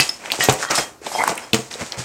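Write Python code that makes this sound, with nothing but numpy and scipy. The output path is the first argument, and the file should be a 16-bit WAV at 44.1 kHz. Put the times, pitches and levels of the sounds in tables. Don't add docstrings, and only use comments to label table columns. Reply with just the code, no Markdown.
import sys
import numpy as np
from scipy import signal
from scipy.fft import rfft, irfft
from scipy.io import wavfile
from scipy.ndimage import uniform_filter1d

SR = 44100
rng = np.random.default_rng(int(sys.argv[2]) if len(sys.argv) > 2 else 0)


def put_to_file(sound):
    columns = np.atleast_2d(sound).T
    safe = np.clip(columns, -1, 1)
    whole_steps = np.round(safe * 32767)
    wavfile.write(sys.argv[1], SR, whole_steps.astype(np.int16))


def magnitude_from_level(level_db):
    exponent = np.asarray(level_db, float) / 20
    return 10 ** exponent


N = 90272

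# pitch in Hz, level in dB, t60 in seconds (at least 1/30 is used).
FITTING_MODES = [(1225, -9.5, 0.7), (1890, 1, 0.32), (3220, 9, 0.24), (5188, 12, 0.08), (5900, 0, -0.04),
                 (7500, -8, -0.22), (8540, 4, -0.45), (8380, 3.5, 0.06), (10070, 8.5, -0.36),
                 (13300, 6, -0.5)]
# start in seconds, peak in dB, favoured pitch in Hz, length in seconds.
FITTING_CHATTERS = [(0, -7.5, 10100, 0.0038), (.01, -37, 10000, 0.056), (0.09, -17, 6000, 0.0014),
                    (0.406, -15, 1940, 0.0082), (0.61, -27, 8340, 0.036), (.63, -40, 8300, .06),
                    (0.653, -24.5, 1220, 0.06), (0.701, -28, 11100, .018), (0.746, -11, 8050, 0.017),
                    (0.763, -11.5, 7000, 0.041), (0.792, -31, 7760, 0.055), (1.128, -24, 5200, 0.032),
                    (1.14, -20.5, 5200, 0.016), (1.416, -32, 5000, 0.043)]
# pitch in Hz, level in dB, t60 in seconds.
BUNDLE_MODES = [(1943, 0, 0.053), (2300, -12.5, 0.31), (2587, 10.5, 0.042), (2910, 11, 0.033),
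                (3610, -15, 0.22), (4110, -18.5, 0.18), (4820, 1, 0.11), (4800, 3, 0.06), (6700, 2, 0.34),
                (6920, -14, 0.17), (8100, -3, 0.089)]
# start in seconds, peak in dB, contact in seconds.
BUNDLE_BLOWS = [
    (.0002, -2, 0.000051),
    (.004, -15, 0.00006),
    (.012, -8.5, 0.00014),
    (.0215, -8, 0.00018),
    (.4065, -6, 0.00016),
    (.4872, -6, 0.00027),
    (1.5325, -14, 0.000065),
]
# start in seconds, peak in dB, centre in Hz, t60 in seconds.
EARLY_CLICKS = [(.0003, 3, 2450, 0.0062), (.0044, -3.5, 4580, 0.085), (.0985, -24, 7500, .01),
                (.2405, -27, 1790, .016), (.258, -18.5, 2320, 0.016), (.3025, -11.5, 2520, 0.028),
                (.3188, 1.5, 4100, 0.0079), (.319, -41, 13600, 0.0082), (.407, -8.5, 1890, 0.061),
                (.4325, -11, 7000, 0.0092), (.439, -5.5, 13800, 0.0092), (.4395, -10, 7040, 0.0072),
                (.447, -9, 11700, 0.0074), (.4525, -14, 7500, .01), (.4872, -3.5, 2600, .02),
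                (.4958, -6, 3720, 0.031), (.496, -2, 7000, 0.018), (.5245, -8.5, 7800, 0.015),
                (.525, -15, 14000, .01), (.532, -11, 10500, 0.008), (.538, -12, 7800, 0.016),
                (.6275, -15, 6700, 0.037), (.651, -27, 6000, 0.0079), (.6885, -20, 3930, .008),
                (.694, -28, 5960, .008), (.7085, -6, 5270, 0.016), (.716, -9, 6500, .015),
                (.781, -10.5, 1580, 0.017), (.7845, -15, 7500, 0.0096), (.803, -24, 6100, .01)]
LATE_CLICKS = [(1.065, -17.5, 3460, 0.031), (1.238, -6, 8200, 0.0093), (1.2385, -7.5, 1480, 0.0076),
               (1.2772, -3, 1427, 0.0073), (1.277, -3.5, 8380, 0.0072), (1.355, -16, 9100, 0.014),
               (1.377, -12, 8840, 0.015), (1.378, -18, 2430, 0.043), (1.5324, 1.5, 3600, 0.018),
               (1.533, -8.5, 2570, 0.013), (1.5444, -6, 2370, 0.013), (1.546, -1.5, 6600, 0.0084),
               (1.711, -22.5, 4750, 0.033), (1.713, -28, 2300, .03), (1.7285, -18, 6100, 0.0056),
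               (1.7397, -16, 4000, 0.011), (1.9036, -31, 7550, 0.012), (1.921, -10, 4200, 0.011),
               (1.984, -36, 5000, .03)]
# start in seconds, peak in dB, contact in seconds.
BENCH_KNOCKS = [
    (.0005, -12.5, 0.0011),
    (.39, -14, 0.00063),
    (.4865, 4, 0.00097),
    (.4959, -4, 0.00064),
    (.525, -42, 0.00063),
    (.706, -30, 0.0058),
    (.779, -22, 0.0027),
    (1.278, -32, 0.0032),
]
# pitch in Hz, level in dB, t60 in seconds.
BENCH_MODES = [(140.5, -4, 0.14), (296.5, -7.5, 0.071), (422, 6.5, 0.036), (518, -1.5, 0.067),
               (614, 2.5, 0.056), (750, 1.5, 0.099)]
# peak in seconds, level in dB, rise in seconds, fall t60 in seconds,
# sleeve scrape against slat rustle in dB.
GESTURES = [(.002, -20.5, 0.0057, 0.45, -7), (0.261, -38, 0.097, 0.98, 4), (0.325, -26, 0.025, 0.43, -3),
            (0.409, -20.5, 0.014, 0.43, -5), (0.453, -19.5, 0.08, 0.087, -7.5),
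            (0.496, -20.5, 0.017, 0.3, -1), (0.633, -27, 0.061, .2, -2.5), (0.711, -21.5, 0.015, 0.34, 0.5),
            (0.756, -18, 0.018, 0.22, -14), (0.785, -19.5, 0.012, 0.22, -1), (0.828, -31, 0.033, 0.16, 1.5),
            (1.074, -33.5, 0.065, 0.1, 2.5), (1.172, -27.5, 0.14, 0.79, -8), (1.298, -23, 0.047, 0.18, 0.5),
            (1.387, -37, 0.037, 0.55, 2.5), (1.545, -17, 0.016, 0.11, -1.5),
            (1.588, -31.5, 0.023, 0.36, -6), (1.713, -33, 0.011, 0.99, -2.5),
            (1.818, -27.5, 0.04, 0.28, -1), (1.927, -39, 0.022, 0.31, 6), (1.991, -26, 0.028, 0.33, -5.5)]
# pitch in Hz, level in dB per Hz.
RUSTLE = [(1200, 2.5), (2000, 0.5), (3200, 6), (5000, 9), (8300, 12), (10000, 0.5), (15600, -22)]
SCRAPE = [(35, -44), (60, -41), (155, -3), (623, 3), (706, 3), (1200, -1), (1620, -1), (2500, -1.5),
          (3250, -12), (5500, -120)]
# start in seconds, length in seconds, centre in Hz, width in Hz.
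SLIDES = [
    (1.178, .06, 2120, 250),
    (1.168, .07, 860, 350),
    (1.283, .06, 900, 900),
    (1.05, 0.23, 11000, 9000),
    (.59, .055, 1500, 900),
    (.645, .15, 1270, 150),
    (.435, .05, 7000, 3000),
    (1.185, .06, 1450, 900),
]
SLIDE_DB = [-21.5, -21.5, -26.5, -39.5, -35.5, -30, -27.5, -28.5]
# start in seconds, peak in dB, contact in seconds.
PINGS = [
    (.093, -5.5, .0001),
    (1.148, -25, 0.00011),
]
# pitch in Hz, level in dB, t60 in seconds.
PING_MODES = [(5150, 1, 0.037), (5200, -7, 0.037), (3600, -11, 0.029)]
# start in seconds, peak in dB, centre in Hz.
POPS = [(0.337, -16.5, 880), (0.388, -19.5, 566), (0.486, -4.5, 790), (.501, -10, 1050), (.513, -22, 770),
        (0.627, -9, 1600), (.633, -11, 1350), (.64, -14, 1290), (0.65, -10.5, 1335), (0.705, -14, 920),
        (.715, -15.5, 1030), (0.746, -14, 1260), (0.778, -10.5, 960), (1.016, -31, 398), (1.067, -16, 860),
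        (1.071, -19.5, 506), (1.117, -17.5, 830), (1.151, -11.5, 800), (1.159, -12, 740), (1.191, -19, 810),
        (1.206, -7.5, 940), (1.22, -11.5, 750), (1.237, -6, 840), (1.278, -4.5, 1000), (1.294, -13.5, 550),
        (1.297, -17, 1100), (1.313, -18, 800), (1.319, -23, 484), (1.326, -19.5, 513), (1.755, -24.5, 477)]
# start in seconds, peak in dB, length in seconds.
JOLTS = [
    (0.503, -8, 0.042),
    (0.686, -37, 0.021),
    (0.796, -19, 0.038),
    (1.276, -26, 0.047),
    (1.505, -34, 0.027),
    (1.81, -35, .04),
]
# start in seconds, peak in dB, contact in seconds.
HAND_KNOCKS = [
    (1.5334, -5.5, 0.0015),
    (1.5424, -10, 0.0012),
    (1.59, -17, 0.00076),
    (1.81, -19.5, .003),
    (1.822, -17.5, 0.0027),
    (1.975, -20, 0.0068),
    (1.991, -17, 0.0065),
]
# pitch in Hz, level in dB, t60 in seconds.
HAND_MODES = [(128.5, -12, 0.24), (231, 5, 0.067), (324, -4, 0.13), (445, 4, 0.079), (695, 0, 0.074),
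              (930, -20, 0.14)]
# pitch in Hz, t60 in seconds.
ROOM_T60 = [(125, 0.19), (1000, 0.41), (4000, 0.18), (12000, 0.36)]
# pitch in Hz, level in dB per Hz.
FLOOR = [(25, 24), (60, 12), (150, -1.5), (400, 2), (900, -9.5), (2000, -18), (7000, -15), (15000, -24)]


def unit(x):
    return x / np.sqrt(np.mean(x ** 2))


def curve(hz, table):
    table = np.array(table, float)
    return np.interp(np.log(np.maximum(hz, 1)), np.log(table[:, 0]), table[:, 1])


def colour(x, table):
    gain = magnitude_from_level(curve(np.fft.rfftfreq(len(x), 1 / SR), table))
    return unit(irfft(rfft(x) * gain, len(x)))


def ring(x, hz, t60):
    pole = np.exp(2j * np.pi * hz / SR - np.log(1000) / (max(t60, 1e-3) * SR))
    return signal.lfilter([1], [1, -pole], x).imag


def add(out, start, x, db):
    i = int(start * SR)
    out[i:i + len(x)] += (x * magnitude_from_level(db) / np.abs(x).max())[:len(out) - i]


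def fittings():
    focus_db_per_octave = 14.5
    out, t = np.zeros(N), np.arange(12000) / SR
    for start, db, favoured_hz, length in FITTING_CHATTERS:
        chatter = rng.standard_normal(len(t)) * np.sin(np.pi * np.clip(t / length, 0, 1))
        sound = 0
        for hz, mode_db, t60 in FITTING_MODES:
            away = abs(np.log2(hz / favoured_hz))
            sound = sound + magnitude_from_level(mode_db - focus_db_per_octave * away) * ring(chatter, hz, max(t60, 1 / 30))
        add(out, start, sound, db)
    return out


def knocks(table, modes):
    out, t = np.zeros(N), np.arange(16384) / SR
    for start, db, contact in table:
        push = np.sin(np.pi * np.clip(t / max(contact, 1e-4), 0, 1))
        sound = 0
        for hz, mode_db, t60 in modes:
            change = rng.standard_normal()
            sound = sound + magnitude_from_level(mode_db + 2.5 * change) * ring(push, hz * (1 + 0.0135 * change), t60)
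        add(out, start, sound, db)
    return out


def snaps(table, width, crack_db, slap_db):
    harder_brighter = 0.53
    out, t = np.zeros(N), np.arange(4096) / SR
    for start, db, hz, t60 in table:
        noise = rng.standard_normal(len(t))
        burst = (noise + magnitude_from_level(slap_db) * (t == 0)) * magnitude_from_level(-60 * t / t60)
        body = ring(ring(burst, hz, 1.6 / (width * hz)), hz, 1.68 / (width * hz))
        body = np.diff(body, prepend=0)
        crack = noise * magnitude_from_level(-60 * t / 0.013)
        crack_gain = magnitude_from_level(crack_db + harder_brighter * db)
        add(out, start, body / np.abs(body).max() + crack_gain * crack / np.abs(crack).max(), db)
    return out


def slat_clicks(table):
    return snaps(table, width=0.37, crack_db=-10, slap_db=14)


def walk(rate):
    k = int(SR / rate)
    steps = np.repeat(rng.standard_normal(N // k + 1), k)
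    return unit(uniform_filter1d(steps, k)[:N])


def grains():
    per_second, spread_db, largest, flutter_db = 6400, 2.5, 4.0, 1.67
    hit = rng.random(N) < per_second / SR
    size = magnitude_from_level(spread_db * np.minimum(rng.exponential(size=N), largest)) * rng.standard_normal(N)
    return (hit * size + 0.23 * rng.standard_normal(N)) * magnitude_from_level(flutter_db * walk(44.84))


def rustle_and_scrape():
    t, slats, sleeve = np.arange(N) / SR, 0, 0
    for peak, db, rise, fall, scrape_db in GESTURES:
        swell = np.clip(1 + (t - peak) / rise, 0, 1) ** 2
        fade = magnitude_from_level(-120 * np.maximum(t - peak, 0) / fall)
        power = magnitude_from_level(2 * db) * np.where(t < peak, swell, fade)
        slats = slats + power
        sleeve = sleeve + power * magnitude_from_level(2 * scrape_db)
    rustle = colour(grains(), [(600, -60)] + list(RUSTLE))
    scrape = colour(grains(), list(SCRAPE) + [(11000, -26.0)])
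    return np.sqrt(slats) * rustle + np.sqrt(sleeve) * scrape


def slides():
    out, t = np.zeros(N), np.arange(N) / SR
    for (start, length, hz, width), db in zip(SLIDES, SLIDE_DB):
        swell = np.sin(np.pi * np.clip((t - start) / length, 0, 1))
        band = ring(ring(grains(), hz, 2.1 / width), hz, 2.1 / width)
        out += magnitude_from_level(db) * np.sqrt(length * SR / N / 2) * unit(swell * band)
    return out


def sleeve_pops():
    t60 = 0.033
    return snaps([(*pop, t60) for pop in POPS], width=0.36, crack_db=-29, slap_db=28)


def jolts():
    out = np.zeros(N)
    for start, db, length in JOLTS:
        count = int(length * SR)
        t = np.arange(count) / count
        add(out, start, np.sin(2 * np.pi * t) * np.sin(np.pi * t), db)
    return out


def room(x):
    tail_db, first_echo_s = -9.5, 0.0041
    t, tail = np.arange(SR // 2) / SR, 0
    for hz in 62.5 * 2 ** np.arange(9):
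        edges = [hz / np.sqrt(2), min(hz * np.sqrt(2), SR / 2.1)]
        band = signal.butter(2, edges, "band", fs=SR, output="sos")
        noise = signal.sosfilt(band, rng.standard_normal(len(t)))
        tail = tail + noise * magnitude_from_level(-60 * t / curve(hz, ROOM_T60))
    tail = tail * (t > first_echo_s)
    return x + magnitude_from_level(tail_db) * signal.fftconvolve(x, tail / np.sqrt(np.sum(tail ** 2)))[:N]


def scene():
    dry = fittings() + knocks(BUNDLE_BLOWS, BUNDLE_MODES)
    dry += slat_clicks(EARLY_CLICKS) + slat_clicks(LATE_CLICKS)
    dry += knocks(BENCH_KNOCKS, BENCH_MODES)
    dry += rustle_and_scrape() + slides()
    dry += knocks(PINGS, PING_MODES)
    dry += sleeve_pops()
    dry += knocks(HAND_KNOCKS, HAND_MODES)
    floor = magnitude_from_level(-38.5) * colour(rng.standard_normal(N), FLOOR)
    return (room(dry) + jolts() + floor)[None]


def top_cut(x):
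    return signal.sosfilt(signal.butter(12, 15700, fs=SR, output="sos"), x)


def record(dry):
    low_hz, knee_hz, top_db, top_hz, clip_at = 102, 9820, -2.5, 15800, 0.97
    x = signal.sosfilt(signal.butter(3, low_hz, "high", fs=SR, output="sos"), dry)
    below = signal.sosfilt(signal.butter(4, knee_hz, fs=SR, output="sos"), x)
    x = below + magnitude_from_level(top_db) * (x - below)
    x = signal.sosfilt(signal.ellip(8, .2, 60, top_hz, fs=SR, output="sos"), x)
    return top_cut(np.clip(x, -clip_at, clip_at))


dry = scene()
out = record(dry)
put_to_file(out)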